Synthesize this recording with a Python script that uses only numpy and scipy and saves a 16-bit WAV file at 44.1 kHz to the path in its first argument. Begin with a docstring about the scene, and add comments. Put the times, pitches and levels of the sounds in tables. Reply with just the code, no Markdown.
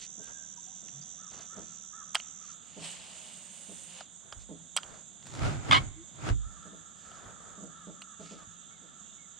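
"""Morning on a wooded pond, heard from the bow of a plastic kayak.
Far insects drone throughout; a near one buzzes first, scraper on file, as green frogs twang and crows caw.
An angler's reel latch clicks and he casts: the line hisses, the spool whirrs until his thumb stops it.
Then the paddle scrapes, squeaks and bumps on the hollow hull, and trapped air gulps underneath.
At the end frogs and crows grow busier, sleeves rustle and a small bird repeats two slurred notes."""
import sys
import numpy as np
from scipy import signal
from scipy.fft import rfft, irfft, next_fast_len
from scipy.io import wavfile

SR = 44100
rng = np.random.default_rng(int(sys.argv[2]) if len(sys.argv) > 2 else 0)


def transcribe(signal):
    """Save signal, clipped to [-1, 1], as a 16-bit WAV file at the path in sys.argv[1]."""
    frames = np.atleast_2d(signal).T
    limited = np.clip(frames, -1, 1)
    pcm = np.round(limited * 32767).astype(np.int16)
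    wavfile.write(sys.argv[1], SR, pcm)


N = 414099
TIME, FREQS = np.arange(N) / SR, np.fft.rfftfreq(N, 1 / SR)


# paddle shoves: peak_s, rise_s, fall_s, scrape_db, rumble_db (all table levels are relative)
SHOVES = [(5.459, 0.075, 0.084, -38, -31), (5.735, 0.053, 0.062, -36, -32),
          (6.292, 0.055, 0.023, -38, -33.5)]
# shaft on plastic: freq_hz, density_db
SCRAPE_SPECTRUM = [(120, -38), (200, -5.5), (278, -2.5), (448, -11.5), (709, -7.5), (1080, -13.5),
                   (1320, -7.5), (1840, -19), (2020, -16.5), (2210, -17.5), (6880, -30.5), (10100, -35),
                   (16000, -44)]
# shaken hull: freq_hz, density_db
RUMBLE_SPECTRUM = [(12, -50), (20, -39), (38, -6.5), (125, 3), (147, -2.5), (173, -10.5), (206, -17),
                   (285, -13), (366, -20.5), (400, -20), (520, -50), (880, -120)]
RUMBLE_LINGER_S, ROCK_HZ = 0.031, 103

def paddle_scrape():
    """The shaft scrapes over plastic and shakes the hull, whose sides move oppositely below ROCK_HZ."""
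    sliding = sum(amp(db) * shove(s, rise, fall) for s, rise, fall, db, _ in SHOVES)
    shaking = sum(amp(db) * shove(s, rise, fall + RUMBLE_LINGER_S) for s, rise, fall, _, db in SHOVES)
    scrape = amp(5.5) * sliding * noise(SCRAPE_SPECTRUM, right_db=0.5, same=0.1, grain_db=2)
    rumble = noise(RUMBLE_SPECTRUM, right_db=-6, same=0.2)
    rocking = lowpass(rumble[0], hz=ROCK_HZ, order=4) * np.array([[-.7], [1]])
    return scrape + shaking * (amp(2.5) * highpass(rumble, hz=ROCK_HZ) + amp(5) * rocking)


# stick-slip bursts: start_s, length_s, level_db, slips_per_s
SQUEAKS = [(5.7108, 0.0057, -13, 1100), (5.72, 0.022, -15, 1200), (5.739, .028, -18.5, 1020),
           (5.762, 0.026, -21.5, 1080)]
# paddle shaft: freq_hz, width_hz, level_db
SHAFT_MODES = [(1150, 100, -2), (1750, 160, -4.5), (2234, 140, 5.5), (2730, 360, -10), (3045, 170, 5),
               (3370, 310, 3.5), (4000, 220, -6.5), (6960, 900, -23)]
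# deck: freq_hz, width_hz, level_db
DECK_MODES = [(820, 63, -19), (1000, 36, 0.5), (1135, 31, -13), (1290, 52, 10)]

def paddle_squeak():
    """The paddle sticks and slips fast enough to squeak, ringing shaft and deck."""
    slips = np.zeros(N)
    for s, length, db, rate in SQUEAKS:
        u = progress(length)
        cycles = np.cumsum(rate * (1 + .04 * drift(600, len(u)))) / SR
        jerks = unit(np.diff(np.floor(cycles), prepend=-1)) + .9 * rng.standard_normal(len(u))
        add(slips, s, amp(db) * jerks * np.interp(u, [0, .08, .55, 1], [0.31, 0.79, 0.73, 0.14]))
    slips = lowpass(slips, hz=8000, order=2)  # soft plastic rounds each slip
    deck = amp(-0.5) * ring(slips, DECK_MODES) * np.array([[-.9], [1]])  # halves flex oppositely
    shaft = amp(-2) * woods(ring(slips, SHAFT_MODES), near_db=-7.5, far_db=-36.5)
    return highpass(shaft + deck, hz=515)


# bumps on the hull: start_s, level_db, push_s
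BUMPS = [(4.326, -60, 0.0056), (4.36, -40.5, 0.014), (5.421, -30, 0.0055), (5.469, -30, 0.0081),
         (5.717, -47, 0.0041), (5.804, -29, 0.015), (5.87, -31.5, 0.016), (6.3, -17, 0.013),
         (6.455, -32.5, 0.015), (7.258, -53, 0.0029), (8.471, -55.5, 0.0047)]
# hollow shell: freq_hz, width_hz, level_db
HULL_MODES = [(54.3, 3, 14), (90, 14, -16), (108, 14, 9), (140, 20, -9), (215, 35, -20)]

def hull_bumps():
    """Soft pushes ring the shell: the lowest mode rocks its sides oppositely, the rest swell it."""
    pushes = np.zeros(N)
    for s, db, length in BUMPS:
        push = np.hanning(max(round(length * SR), 4))
        add(pushes, s, amp(db + 33.5) * push / push.sum())
    rock = amp(-2) * ring(pushes, HULL_MODES[:1])
    swell = amp(-1) * ring(pushes, HULL_MODES[1:])
    return np.array([swell - amp(-6.5) * rock, swell + rock])


# course of the cast: time_s, hiss_db, spool_db
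CAST_LEVELS = [(2.62, -69, -72), (2.78, -67, -62.5), (2.85, -48, -48.5), (2.906, -49, -53.5),
               (2.986, -58.5, -56.5), (3.338, -55, -61), (3.438, -57, -64), (3.838, -53.5, -64),
               (3.996, -59, -57), (4.07, -74, -59)]
# line in the guides: freq_hz, density_db
LINE_SPECTRUM = [(4500, -29), (6500, -7), (8500, 1), (9200, -8), (10200, -17.5), (11500, -15.5),
                 (15500, -20)]
# spinning spool: freq_hz, density_db
SPOOL_SPECTRUM = [(250, -16), (650, -2), (1000, -4.5), (1500, -7.5), (2200, -3), (2950, 1), (4000, -2),
                  (5500, -6), (8000, -28)]
SPOOL_START_S, SPOOL_STOP_S, BRAKE_S = 2.6, 4.01, 0.025
ZIP_HZ, ZIP_RISE_HZ_PER_S, ZIP_WIDTH_HZ = 7560, 1100, 1100
WHINE_HZ, WHINE_SAG_HZ_PER_S, FLUTTER_HZ = 723, 150, 2955

def cast():
    """Line hisses through the guides with a rising zip; the spool whirrs and slows till a thumb stops it."""
    since = TIME - SPOOL_START_S
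    zipping = sine(ZIP_HZ + ZIP_RISE_HZ_PER_S * since) * np.array([drift(ZIP_WIDTH_HZ) for _ in range(2)])
    hiss = amp(2.5) * noise(LINE_SPECTRUM, right_db=11, same=0.19, grain_db=2.5)
    hiss += amp(-1.5) * place(zipping, right_db=8, same=0.18)
    whirr = amp(2) * noise(SPOOL_SPECTRUM, right_db=-0.5, same=0.68, grain_db=1.5)
    whine = amp(-13) * sine(WHINE_HZ - WHINE_SAG_HZ_PER_S * since) * (1 + .6 * drift(60))
    flutter = amp(-2) * np.sin(2 * np.pi * FLUTTER_HZ * TIME) * drift(520)
    spool = amp(3.5) * level(CAST_LEVELS, column=2) * (whirr + whine + flutter)
    brake = np.exp(-np.maximum(TIME - SPOOL_STOP_S, 0) / BRAKE_S)
    return brake * (level(CAST_LEVELS, column=1) * hiss + spool)


# single clicks of reel and rod: start_s, level_db, pawl_db, grip_db
CLICKS = [(.238, -62, 20, 3), (.885, -51, -8, -21), (4.008, -47, -12, 12), (4.3246, -39.5, -30, 8),
          (5.269, -52, 11, -2), (6.289, -39, -14, -8), (7.115, -53, 2, 9), (8.019, -42, -5, -6)]
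# reel frame: freq_hz, width_hz, level_db
FRAME_MODES = [(2880, 87, 4), (3120, 250, 5.5), (4195, 1600, -4)]
# rod and grip: freq_hz, width_hz, level_db
GRIP_MODES = [(740, 200, 3), (1260, 37, 3), (1399, 290, 5.3)]
# steel pawl: freq_hz, width_hz, level_db
PAWL_MODES = [(8040, 860, 14), (8100, 610, 6.6)]

def reel_clicks():
    """Each click is a tiny rattle of parts that rings the frame, the hollow grip and the pawl."""
    frame, grip, pawl = np.zeros((3, N))
    t = np.arange(SR // 100) / SR
    for s, db, pawl_db, grip_db in CLICKS + latch_clicks():
        rattle = rng.choice([-1, 1], len(t)) * np.exp(-t / 0.0028)
        rattle[0] += 3  # first impact
        add(frame, s, amp(db) * rattle)
        add(pawl, s, amp(db + pawl_db) * rattle)
        add(grip, s, amp(db + grip_db) * rattle)
    ringing = amp(4) * ring(frame, FRAME_MODES) + amp(-0.5) * ring(grip, GRIP_MODES)
    ringing += amp(-3) * ring(pawl, PAWL_MODES)
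    return place(woods(highpass(ringing, hz=685), near_db=-12, far_db=-30.5), right_db=0.5, same=0.8)


# latch throws: start_s, length_s, level_db, first_blow_db
LATCH_THROWS = [(2.1473, .0518, -21, -9.5), (4.7653, .067, -24, -3)]
# snap, strike, knock on the grip, rebound: length_share, level_db, pawl_db, grip_db
LATCH_BLOWS = [(0, -3, 14, 4), (.116, 0, -6.5, -14), (.297, -26.5, -15, 18.5), (1, -17.5, -17, -14)]

def latch_clicks():
    """Click rows for the reel's latch: every throw is the same run of blows, faster or slower."""
    return [(s + share * length, db + blow_db + (first_db if k == 0 else 0), pawl_db, grip_db)
            for s, length, db, first_db in LATCH_THROWS
            for k, (share, blow_db, pawl_db, grip_db) in enumerate(LATCH_BLOWS)]


# even, stumbling, then settled buzz: start_s, end_s, strokes_per_s, missed_share, level_db
BUZZ_BOUTS = [(0.014, 0.552, 78, 0, -39), (.565, 1.548, 91, .13, -39.5), (1.568, 2.53, 78, 0, -40.5)]

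def near_insect():
    """Each wing stroke drags a scraper over a file: a short tone that slides downward."""
    out, t = np.zeros((2, N)), np.arange(round(.009 * SR)) / SR
    u = t / t[-1]
    sweep_hz = np.interp(u, [0, .25, .6, 1], [7050, 6320, 6070, 5490])
    envelope = np.interp(u, [0, .25, .55, .72, 1], [0.24, 0.48, 0.88, 0.53, 0])
    for start, end, rate, missed, db in BUZZ_BOUTS:
        for s in np.arange(start, end, 1 / rate):
            phase = 2 * np.pi * (np.cumsum(sweep_hz * rng.normal(1, 0.005)) / SR + rng.random())
            stroke = amp(db + rng.normal(4.4, 0.98)) * envelope * (rng.random() >= missed)
            add(out[0], s - t[-1] / 2, amp(-10) * stroke * np.cos(phase))  # far ear: shaded, out of step
            add(out[1], s - t[-1] / 2, stroke * np.sin(phase))
    return out


# green frog calls: start_s, level_db
TWANGS = [(0.177, -45), (.825, -55), (1.565, -41), (2.765, -39.5), (3.686, -44.5), (4.489, -38.5),
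          (6.651, -44), (6.72, -46.5), (7.577, -43), (7.624, -42), (7.87, -40.5), (8.194, -41),
          (8.309, -43.5), (8.815, -53.5)]
# throat response: freq_hz, gain_db
FROG_THROAT = [(200, -5.5), (300, 4.5), (390, -4), (540, 2.5), (800, -4.5), (1050, -18), (1600, -20)]
FROG_HZ, FROG_FULL_DB, FROG_HZ_PER_DB = 166.76, -39, 0.83  # softer is slightly higher
FUNDAMENTAL_DECAY_S, OVERTONE_DECAY_S, OVERTONE_JITTER = 0.057, 0.054, 0.1706

def frogs():
    """A twang like a plucked string: a round fundamental under rough overtones that sag and die first."""
    out, t = np.zeros(N), np.arange(SR // 4) / SR
    for s, db in TWANGS:
        settled_hz = FROG_HZ + FROG_HZ_PER_DB * (FROG_FULL_DB - db)
        pitch_hz = settled_hz * (1 + .36 * np.exp(-t / .014) + .03 * drift(120, len(t)))
        body = amp(5) * np.sqrt(2) * sine(pitch_hz) * np.exp(-(t / FUNDAMENTAL_DECAY_S) ** 1.39)
        sagging_hz = pitch_hz * np.exp(-1.8 * t + OVERTONE_JITTER * drift(300, len(t)))
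        twang = amp(3) * voice(sagging_hz, FROG_THROAT, tilt_db=-55 * t)
        twang *= (1 + 0.51 * drift(259, len(t))) * np.exp(-(t / OVERTONE_DECAY_S) ** 2)
        attack = 1 - np.exp(-t / 0.0017)
        add(out, s, amp(db - 5.5) * (body + twang) * attack)
    return place(woods(out, near_db=1, far_db=-10.5), right_db=-2, same=0.22)


# single crows: start_s, length_s, level_db
CAWS = [(1.172, 0.13, -54.5), (1.483, 0.12, -52.5), (1.912, .14, -50.5), (2.396, 0.069, -56.5),
        (2.475, 0.056, -52.5), (6.408, 0.21, -57.5), (6.601, 0.095, -58.5), (6.819, 0.16, -70),
        (7.028, 0.19, -55.5), (7.22, 0.23, -58.5), (7.423, .2, -55.5), (7.681, .22, -55.5),
        (7.961, 0.22, -59), (8.201, 0.28, -57.5), (8.9, 0.14, -59)]
# pitch of a caw: length_share, top_pitch_share
CAW_ARCH = [(0, .82), (.25, .95), (.45, 1), (.7, .92), (1, 0.77)]
# throat response: freq_hz, gain_db
CROW_THROAT = [(400, -33), (850, -22), (1150, 5), (1350, 5), (1750, -9.5), (2200, -25), (3000, -37)]
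# far flock calling: start_s, end_s, level_db
FLOCK_SPELLS = [(1.2, 2.6, -68), (6.3, 9.39, -59)]
# far flock: freq_hz, density_db
FLOCK_SPECTRUM = [(950, -31), (1180, -2), (1360, 5), (1500, -12.5), (1750, -3.5), (2050, -32)]
CAW_TOP_HZ = 453.6

def crows():
    """Hoarse caws whose pitch arches and falls, over a flock blurred by distance."""
    out = np.zeros(N)
    for s, length, db in CAWS:
        u = progress(length)
        pitch_hz = CAW_TOP_HZ * (np.interp(u, *np.transpose(CAW_ARCH)) + .012 * drift(350, len(u)))
        hoarse = 1 + .42 * drift(300, len(u))
        caw = voice(pitch_hz, CROW_THROAT) * hoarse * signal.windows.tukey(len(u), .5)
        add(out, s, amp(db - 2.5) * caw)
    calling = spells(FLOCK_SPELLS, ramp_s=.15, fade_db_per_s=1.5) * amp(2 * drift(21))
    flock = calling * noise(FLOCK_SPECTRUM, right_db=0.5, same=0.097)
    return flock + woods(out, near_db=-12, far_db=-11)


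# lone notes: start_s, length_s, level_db, start_hz, middle_hz, end_hz
WHISTLES = [(0.18, 0.3, -60, 1560, 1598, 1550), (0.57, 0.02, -57, 1060, 963, 935),
            (.662, 0.064, -61.5, 740, 774, 1000), (1.01, .024, -58, 5050, 4784, 4800)]
# one bird's repeated phrase: start_s, level_db
PHRASES = [(8.11, -69), (8.57, -69), (9.043, -66)]
# its slurs, up then down: delay_s, length_s, level_db, start_hz, middle_hz, end_hz
SLURS = [(0, 0.087, 0.5, 2650, 2800, 2880), (0.127, 0.095, -1.5, 2204, 2206, 1816)]

def songbirds():
    """Slurred whistles with a slight quaver, alone or paired in a phrase."""
    out = np.zeros(N)
    song = [(s + delay, length, db + note_db, *slur)
            for s, db in PHRASES for delay, length, note_db, *slur in SLURS]
    for s, length, db, start_hz, middle_hz, end_hz in WHISTLES + song:
        u = progress(length)
        pitch_hz = middle_hz + (np.where(u < .5, start_hz, end_hz) - middle_hz) * (2 * u - 1) ** 2
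        quaver = 1 + .011 * drift(250, len(u))
        add(out, s, amp(db + 1.5) * sine(pitch_hz * quaver) * signal.windows.tukey(len(u), .3))
    return woods(out, near_db=5, far_db=-8)


# limbs on the seat: start_s, length_s, level_db
SEAT_RUBS = [(0.269, 0.065, -50), (1.307, 0.17, -49), (1.52, 0.13, -50.5), (4.206, 0.25, -55.5),
             (4.801, 0.24, -48), (7.02, 0.3, -51), (7.22, 0.15, -48.5), (7.36, 0.25, -52.5),
             (8.376, 0.081, -52)]
# rubbed seat: freq_hz, density_db
SEAT_SPECTRUM = [(60, 1), (150, 6), (300, -2), (600, 1.5), (1000, -3), (1500, -0.5), (2200, -13),
                 (4000, -25.5)]
# sleeves, vest and reel handle: start_s, length_s, level_db
RUSTLES = [(0, 0.073, -52.5), (.22, 0.13, -66), (.45, 0.9, -74), (1.3, 0.18, -61.5), (1.5, .35, -68.5),
           (2.41, 0.16, -64.5), (4.39, .06, -65), (4.84, .2, -67.5), (6.5, 0.17, -75), (6.95, .35, -66.5),
           (7.38, .22, -76), (8.195, .2, -60), (8.38, .08, -68), (8.5, 0.075, -75), (8.72, 0.31, -88)]
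# cloth: freq_hz, density_db
CLOTH_SPECTRUM = [(150, 1.5), (400, -9), (800, -26), (1500, -4.5), (3000, 6.5), (4700, 5), (8000, -4),
                  (10500, -10), (15000, -25)]
# vest as an arm goes up: start_s, length_s, level_db
CRINKLES = [(5.225, 0.35, -47.5)]
SNAPS_PER_S = 550

def handling():
    """Dull rubs on the seat, grainy rustle of cloth and hands, and the tiny snaps of a crinkling vest."""
    rubs = strokes(SEAT_RUBS) * noise(SEAT_SPECTRUM, right_db=0.5, same=0.36, grain_db=2)
    rustle = amp(8) * strokes(RUSTLES) * noise(CLOTH_SPECTRUM, right_db=1, same=0.92, grain_db=2.5)
    snaps = rng.standard_normal(N) * (rng.random(N) < SNAPS_PER_S / SR)
    crinkle = strokes(CRINKLES) * unit(ring(snaps, modes=[(2000, 670, -6), (4800, 4200, 0)]))
    return rubs + rustle + crinkle


# water gulps: start_s, length_s, level_db, start_hz
GULPS = [(0.921, 0.12, -48.5, 130.4), (5.955, 0.086, -47.5, 302)]

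def gulps():
    """A pocket of air trapped under the hull rings and rises a little in pitch."""
    out = np.zeros(N)
    for s, length, db, hz in GULPS:
        u = progress(length)
        add(out, s, amp(db) * sine(hz * (1 + 0.16 * u)) * np.sin(np.pi * u))
    return out


# lower insect band: freq_hz, density_db
LOW_CHORUS = [(2400, -23.5), (3050, -11.5), (3350, -5.5), (3600, -0.5), (3850, -9.5), (4150, -17.5),
              (4800, -50)]
# upper insect band: freq_hz, density_db
HIGH_CHORUS = [(5200, -38.5), (5900, -11), (6350, -5.5), (6650, 2.5), (7000, -0.5), (7550, 1), (7850, -6),
               (8200, -15.5), (9200, -27.5), (10500, -30)]
# thin, high insect: start_s, end_s, level_db
THIN_SPELLS = [(0, 3.8, -73.5), (4.0, 9.39, -67.5)]

def far_insects():
    """Countless insects blur into two wavering bands; a thin, higher one calls in spells."""
    low = amp(-63 + drift(12)) * noise(LOW_CHORUS, right_db=1, same=0.9)
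    trend_db = np.interp(TIME, [2.5, 2.56, 9.39], [.8, -.5, -.8])
    high = amp(-54 + 1.18 * drift(25) + trend_db) * noise(HIGH_CHORUS, right_db=12, same=0.05)
    thin = noise([(7600, -72), (8200, -5), (8520, 8), (8850, 0), (9800, -60)], right_db=11.5, same=0.12)
    return low + high + spells(THIN_SPELLS, ramp_s=.1, fade_db_per_s=2.2) * thin


# open air: freq_hz, density_db
AIR_SPECTRUM = [(20, -22), (80, -7), (125, -10.5), (175, 3.5), (260, -7.5), (400, -16.5), (700, -13),
                (1000, -18.5), (1400, -15), (2400, -28), (5000, -24.5), (8500, -61), (11000, -68),
                (16000, -57)]

def air():
    """Still air over the pond: a faint hush that swells a little."""
    return amp(-59.5 + 1.2 * drift(6.3)) * noise(AIR_SPECTRUM, right_db=-0.5, same=0.12)


# echo among the trees: freq_hz, t60_s
WOODS_DECAY = [(150, 1.14), (600, 0.31), (1400, 1.9), (3000, 0.77), (9000, 0.14)]

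def woods(x, near_db, far_db):
    """Direct sound, quick scatter off water and bank, and a long echo from the trees."""
    t = np.arange(SR) / SR
    near = rng.standard_normal((2, SR)) * np.exp(-t / 0.012)
    diffuse = rng.standard_normal((2, SR)) * (1 - np.exp(-t / 0.0095))
    hz, when, bands = signal.stft(diffuse, SR, nperseg=256)
    decay = amp(-60 * when / read(WOODS_DECAY, hz)[:, None])
    far = signal.istft(bands * decay, SR, nperseg=256)[1][:, :SR]
    echo = (amp(near_db) * unit(near) + amp(far_db) * unit(far)) / np.sqrt(SR)
    echo[:, 0] += 1
    return signal.oaconvolve(x[None], echo / np.linalg.norm(echo[0]), axes=1)[:, :N]


# pressure of a rub: length_share, gain
STROKE_PRESSURE = [(0, 0.28), (.2, 0.54), (.6, 0.66), (1, 0.1)]

def strokes(rows):
    """Gain over time of rubs that press, hold and let go."""
    share, gain = np.transpose(STROKE_PRESSURE)
    return sum(amp(db) * np.interp((TIME - s) / length, share, gain, left=0, right=0)
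               for s, length, db in rows)


def shove(peak_s, rise_s, fall_s):
    """Gain over time of one push that builds and dies away."""
    from_peak = np.maximum(peak_s - TIME, 0) / rise_s + np.maximum(TIME - peak_s, 0) / fall_s
    return np.exp(-from_peak ** 1.23)  # exponent 1 is pointed, 2 round


def spells(rows, ramp_s, fade_db_per_s):
    """Gain over time of callers that join in, slowly tire and stop."""
    return sum(amp(db - fade_db_per_s * np.maximum(TIME - start, 0))
               * np.interp(TIME, [start, start + ramp_s, end, end + ramp_s], [0, 1, 1, 0])
               for start, end, db in rows)


def level(rows, column):
    """Gain over time from one dB column, silent outside the rows."""
    rows = np.array(rows)
    return amp(np.interp(TIME, rows[:, 0], rows[:, column], left=-150, right=-150))


def voice(hz, throat, tilt_db=0):
    """Seven harmonics of a pitch curve shaped by a throat; tilt is per harmonic."""
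    phase = 2 * np.pi * np.cumsum(hz) / SR
    return unit(sum(amp(read(throat, k * hz) + tilt_db * (k - 2.5))
                    * np.sin(k * phase + rng.uniform(0, 2 * np.pi)) for k in range(1, 8)))


def ring(x, modes):
    """Drives damped modes (freq_hz, width_hz, level_db) whose joint response has energy 1."""
    t = np.arange(SR // 2) / SR
    response = sum(amp(db) * width * np.exp(-np.pi * width * t) * np.sin(2 * np.pi * hz * t)
                   for hz, width, db in modes)
    return signal.oaconvolve(x, response / np.linalg.norm(response))[:N]


def noise(spectrum, right_db, same, grain_db=0):
    """Coloured stereo noise; grain clumps it into tiny snaps."""
    size = next_fast_len(N)
    white = rng.standard_normal((2, N)) * amp(grain_db * drift(900))
    colour = amp(read(spectrum, np.fft.rfftfreq(size, 1 / SR)))
    coloured = irfft(rfft(white, size) * colour, size)[:, :N]
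    return place(unit(coloured), right_db, same)


def place(pair, right_db, same):
    """Two signals become left and right; same blends the left into the right."""
    right = same * pair[0] + np.sqrt(1 - same ** 2) * pair[1]
    return np.array([pair[0] * amp(-right_db / 2), right * amp(right_db / 2)])


def drift(hz, size=N):
    """Random curve of rms 1 that changes about hz times a second."""
    return unit(np.interp(np.arange(size) * hz / SR, np.arange(size), rng.standard_normal(size)))


def read(points, hz):
    """A curve's value at hz, on a log-frequency axis."""
    f, value = np.transpose(points)
    return np.interp(np.log(hz + 1), np.log(f + 1), value)


def add(mix, start_s, sound):
    part = mix[max(round(start_s * SR), 0):][:len(sound)]
    part += sound[:len(part)]


def highpass(x, hz):
    return signal.sosfilt(signal.butter(4, hz, "high", fs=SR, output="sos"), x)


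def lowpass(x, hz, order):
    return signal.sosfilt(signal.butter(order, hz, fs=SR, output="sos"), x)


def sine(pitch_hz):
    return np.sin(2 * np.pi * np.cumsum(pitch_hz) / SR)


def progress(length_s):
    return np.linspace(0, 1, round(length_s * SR))


def amp(db):
    return 10 ** (np.asarray(db) / 20)


def unit(x):
    """Scales to rms 1."""
    return x / np.sqrt(np.mean(x ** 2) + 1e-20)


def scene():
    """Pond, angler and kayak together."""
    pond = air() + far_insects() + near_insect() + frogs() + crows() + songbirds()
    angler = reel_clicks() + cast() + handling()
    kayak = paddle_scrape() + paddle_squeak() + hull_bumps() + gulps()
    return pond + angler + kayak


def record(dry):
    """The microphone's housing dulls the top octave; the band is limited at both ends."""
    housing = amp(read([(9500, -1.0), (11500, -14.5), (15000, -17.5)], FREQS))
    dulled = irfft(rfft(dry) * housing, N)
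    treble_cut = signal.firwin(511, cutoff=15800, window=("kaiser", 9), fs=SR)
    return signal.oaconvolve(highpass(dulled, hz=27), treble_cut[None], "same")


dry = scene()
out = record(dry)
transcribe(out)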